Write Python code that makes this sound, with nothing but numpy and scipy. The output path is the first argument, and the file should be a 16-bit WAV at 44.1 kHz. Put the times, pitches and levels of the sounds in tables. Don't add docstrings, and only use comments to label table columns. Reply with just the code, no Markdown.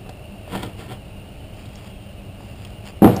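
import sys
import numpy as np
from scipy import signal
from scipy.fft import rfft, irfft, next_fast_len
from scipy.io import wavfile
from scipy.ndimage import map_coordinates

SR = 44100
rng = np.random.default_rng(int(sys.argv[2]) if len(sys.argv) > 2 else 0)


def wav_record(signal):
    frames = np.transpose(np.atleast_2d(signal))
    bounded = np.clip(frames, -1, 1)
    quanta = np.round(bounded * 32767).astype(np.int16)
    wavfile.write(sys.argv[1], SR, quanta)


N = 141120
T = np.arange(N) / SR

# centre_hz, width_hz, gain_db
HELD_MODES = [(190.6, 21, 3.5), (298, 47, 1.5), (394, 67, 0.5), (475, 52, -4.5), (742, 17.4, 2),
              (995, 32, -4.5), (1363, 68, -6.5), (1812, 44, -5), (2110, 280, -13), (3250, 370, -9),
              (4200, 120, -17), (4500, 430, -19)]


def amp(db):
    return 10 ** (np.asarray(db) / 20)


def unit(x):
    return x / np.sqrt(np.mean(x ** 2) + 1e-20)


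def along(points, hz):
    knots_hz, values = np.transpose(points)
    return np.interp(np.log(hz + 1), np.log(knots_hz + 1), values)


def filtered(x, response):
    size = next_fast_len(len(x) + 8192)
    return irfft(rfft(x, size) * response(np.fft.rfftfreq(size, 1 / SR)), size)[:len(x)]


def coloured(x, spectrum):
    return unit(filtered(x, lambda hz: amp(along(spectrum, hz))))


def noise(spectrum):
    return coloured(rng.standard_normal(N), spectrum)


def narrow_noise(centre_hz, width_hz):
    phase = 2 * np.pi * np.cumsum(centre_hz + np.zeros(N)) / SR
    i, q = [filtered(rng.standard_normal(N), lambda hz: 1 / (1 + (hz / width_hz) ** 2)) for _ in range(2)]
    return unit(i * np.cos(phase) + q * np.sin(phase))


def band_decay(x, t60_points):
    hz, t, bands = signal.stft(x, SR, nperseg=256)
    decay = amp(-60 * t / along(t60_points, hz)[:, None])
    return signal.istft(bands * decay, SR, nperseg=256)[1][:len(x)]


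def fade(t60_s):
    return np.exp(-np.log(1000) * T / t60_s)


def at(start_s, x):
    return np.pad(x, (round(start_s * SR), 0))[:N]


def wobble(knots_per_s):
    return map_coordinates(rng.standard_normal(400), [T * knots_per_s], mode="wrap")


def background():
    # freq_hz, gain_db
    rumble_spectrum = [(12, -39), (20, -3.5), (107, -2.5), (167, -9.5), (199, -7), (248, -17), (270, -13),
                       (401, -16), (501, -18.5), (605, -13.5), (867, -22.5), (1200, -45), (1560, -61),
                       (2640, -120)]
    # freq_hz, gain_db
    hiss_spectrum = [(600, -16), (1100, 4.5), (1900, -1.5), (2400, 3.5), (2950, 4), (3400, -2.5),
                     (4200, -3), (5600, -8.5)]
    # centre_hz, level_db
    hum_bands = [(102, -44.5), (199, -47.5), (590, -68.5)]
    # time_s, centre_hz
    whistle_path = [(0, 2657), (.45, 2750), (.56, 3250), (.72, 2743), (1.3, 2850), (1.74, 3310),
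                    (1.95, 3267), (2.2, 2870), (3.2, 2770)]
    hum = sum(amp(db) * narrow_noise(hz, width_hz=9.3) for hz, db in hum_bands)
    fizz = amp(-55) * narrow_noise(2780 + 90.98 * wobble(knots_per_s=30), width_hz=120)
    whistle = amp(-59.5) * narrow_noise(np.interp(T, *np.transpose(whistle_path)), width_hz=38)
    rumble = amp(-38.5) * noise(rumble_spectrum)
    hiss = amp(-51) * noise(hiss_spectrum)
    return rumble + hum + hiss + fizz + whistle


def rub(force):
    # freq_hz, gain_db
    rub_spectrum = [(80, -18), (220, 5.5), (700, 2), (1100, -4.5), (2200, -14), (3300, -15), (4500, -15),
                    (5600, -28)]

    def resonances(hz):
        return sum((-1) ** k * amp(db) * 1j * hz * width_hz / (mode_hz ** 2 - hz ** 2 + 1j * hz * width_hz)
                   for k, (mode_hz, width_hz, db) in enumerate(HELD_MODES))

    return unit(noise(rub_spectrum) + amp(1.5) * unit(filtered(force, resonances)))


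def knocks():
    # start_s, gain_db, cutoff_hz
    bumps = [(0.062, -41, 2000), (0.091, -35, 2000), (0.5312, -24, 700), (.5425, -30, 900),
             (0.552, -19.5, 980), (0.5604, -35, 495), (0.632, -50, 2500), (0.649, -30.5, 398),
             (.672, -31, 400), (.793, -29.5, 200)]
    # start_s, level_db
    flexes = [(.56, -29), (.645, -30), (0.706, -44), (0.863, -35), (0.92, -30)]
    ring = sum(amp(db) * np.sin(2 * np.pi * hz * T) * np.exp(-np.pi * width_hz * T)
               for hz, width_hz, db in HELD_MODES) / 2
    thump = np.sin(2 * np.pi * 116.5 * T) * fade(t60_s=0.32)
    out = sum(at(start_s, amp(db) * thump) for start_s, db in flexes)
    for start_s, db, cutoff_hz in bumps:
        burst = amp(4.5) * rub(rng.standard_normal(N)) * fade(t60_s=0.061)
        softness = signal.butter(1, cutoff_hz, fs=SR, output="sos")
        out += at(start_s, amp(db) * signal.sosfilt(softness, ring + burst))
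    return out


def ticks(width_oct=0.3):
    # start_s, level_db, centre_hz
    contacts = [(.0935, -36.5, 4170), (.478, -29, 610), (0.6308, -28, 3410), (1.657, -38, 4000),
                (1.756, -39, 5370), (2.406, -34, 700), (2.6499, -31, 3070), (3.1645, -26, 5370),
                (3.1666, -30.5, 5396)]
    out = np.zeros(N)
    for start_s, db, centre_hz in contacts:
        white = rng.standard_normal(N)
        band = filtered(white, lambda hz: 1 / (1 + (np.log2((hz + 1) / centre_hz) / width_oct) ** 2))
        out += at(start_s, amp(db) * unit(band) * fade(t60_s=0.02))
    return out


def slips(rate_per_s, spread_db):
    slipping = rng.random(N) < rate_per_s / SR
    return unit(slipping * rng.standard_normal(N) * amp(spread_db * rng.standard_normal(N)))


def scrape():
    # time_s, gain_db
    slide = [(0.44, -64), (0.48, -49.5), (0.512, -41.5), (0.522, -37), (0.55, -33.5), (0.624, -40.5),
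             (0.632, -32.5), (0.682, -45.5), (0.766, -60.5), (0.804, -43), (0.878, -49.5), (0.922, -38),
             (0.994, -67), (1.0, -67)]
    level_db = np.interp(T, *np.transpose(slide), left=-120, right=-120) + 3.5
    return amp(level_db) * rub(slips(rate_per_s=4400, spread_db=2.5))


def steps():
    # peak_s, sigma_s, level_db
    scuffs = [(0.807, 0.019, -44), (1.62, 0.065, -51), (1.775, 0.048, -51), (1.873, 0.026, -51.5),
              (2.454, 0.053, -51.5), (2.637, 0.069, -50), (2.876, 0.021, -40.5)]
    # freq_hz, gain_db
    sole_spectrum = [(200, -2), (700, 9), (1500, 3.5), (3000, 8), (4000, -4), (4800, 6), (5700, -7)]
    swell = sum(amp(db) * np.exp(-0.5 * ((T - peak_s) / sigma_s) ** 2) for peak_s, sigma_s, db in scuffs)
    return swell * coloured(slips(rate_per_s=1700, spread_db=0), sole_spectrum)


def landing(bend_depth=0.0098, attack_s=0.0026, slap_hz=296):
    # start_s, slap_db, ring_db, crack_db
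    impacts = [(3.0207, 5.5, -6, -40), (3.0443, 8, -7.5, -6), (3.0544, 2, -9, -33), (3.0754, -20, -19, -16),
               (3.166, -27, -20.5, -35)]
    # pitch_hz, gain_db, t60_s
    shell_modes = [(95.1, -9, 0.64), (117.9, -0.5, 0.31), (185.8, 0, 0.31), (208.3, 7.5, 0.18),
                   (270, -3.5, 0.11), (320.6, -6.5, 0.43), (401, -3.5, 0.37), (436, -14, .25),
                   (479, -3.5, 0.22), (502.5, -7.5, 0.17), (687, -6, 0.26), (777, 0, 0.15), (882, -21, 0.2),
                   (1380, -24, 0.14)]
    # freq_hz, gain_db
    flutter_spectrum = [(40, -27), (90, 0), (250, 8), (700, 2.5), (1100, -14.5), (2000, -24.5), (3200, -27),
                        (5500, -36.5)]
    # freq_hz, t60_s
    flutter_decay = [(100, 0.33), (600, 0.32), (1500, 0.61), (2500, 0.9), (5500, 0.71)]
    # freq_hz, gain_db
    crack_spectrum = [(100, -37), (600, 7), (1400, 0), (3000, -22), (5500, -33)]
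    out = np.zeros(N)
    for start_s, slap_db, ring_db, crack_db in impacts:
        warped_s = T + bend_depth * np.cumsum(wobble(knots_per_s=32.4)) / SR
        modes = sum(amp(db + rng.standard_normal()) * np.sin(2 * np.pi * hz * warped_s) * fade(t60_s)
                    for hz, db, t60_s in shell_modes) / 2
        flutter = amp(-6.5) * band_decay(noise(flutter_spectrum), flutter_decay)
        ring = (modes + flutter) * (1 - np.exp(-T / attack_s))
        slap = 2 * np.sin(2 * np.pi * slap_hz * T) * fade(t60_s=0.019) * (1 - np.exp(-2 * slap_hz * T))
        crack = noise(crack_spectrum) * fade(t60_s=0.025)
        out -= at(start_s, amp(slap_db) * slap + amp(ring_db) * ring + amp(crack_db) * crack)
    return signal.sosfilt(signal.butter(2, 78, "high", fs=SR, output="sos"), out)


def garage(x, delay_s=0.008):
    # freq_hz, t60_s
    tail_decay = [(100, 0.29), (1000, 0.21), (5000, 0.12)]
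    tail = band_decay(rng.standard_normal(SR // 2), tail_decay)
    return at(delay_s, signal.fftconvolve(x, tail / np.linalg.norm(tail)))


def scene():
    direct = landing() + knocks() + ticks() + scrape() + steps()
    return (direct + amp(-14) * garage(direct) + background())[None]


def record(dry):
    band_hz, hold_hz, top_hz = 5750, 12000, 15400
    band = filtered(dry[0], lambda hz: 1 / np.sqrt(1 + (hz / band_hz) ** 60))
    clipped = np.clip(band, -1, 1)
    mirrored = clipped * (1 + 2 * np.cos(2 * np.pi * hold_hz * T))
    return filtered(mirrored, lambda hz: np.sinc(hz / hold_hz) * (hz < top_hz))[None]


dry = scene()
out = record(dry)
wav_record(out)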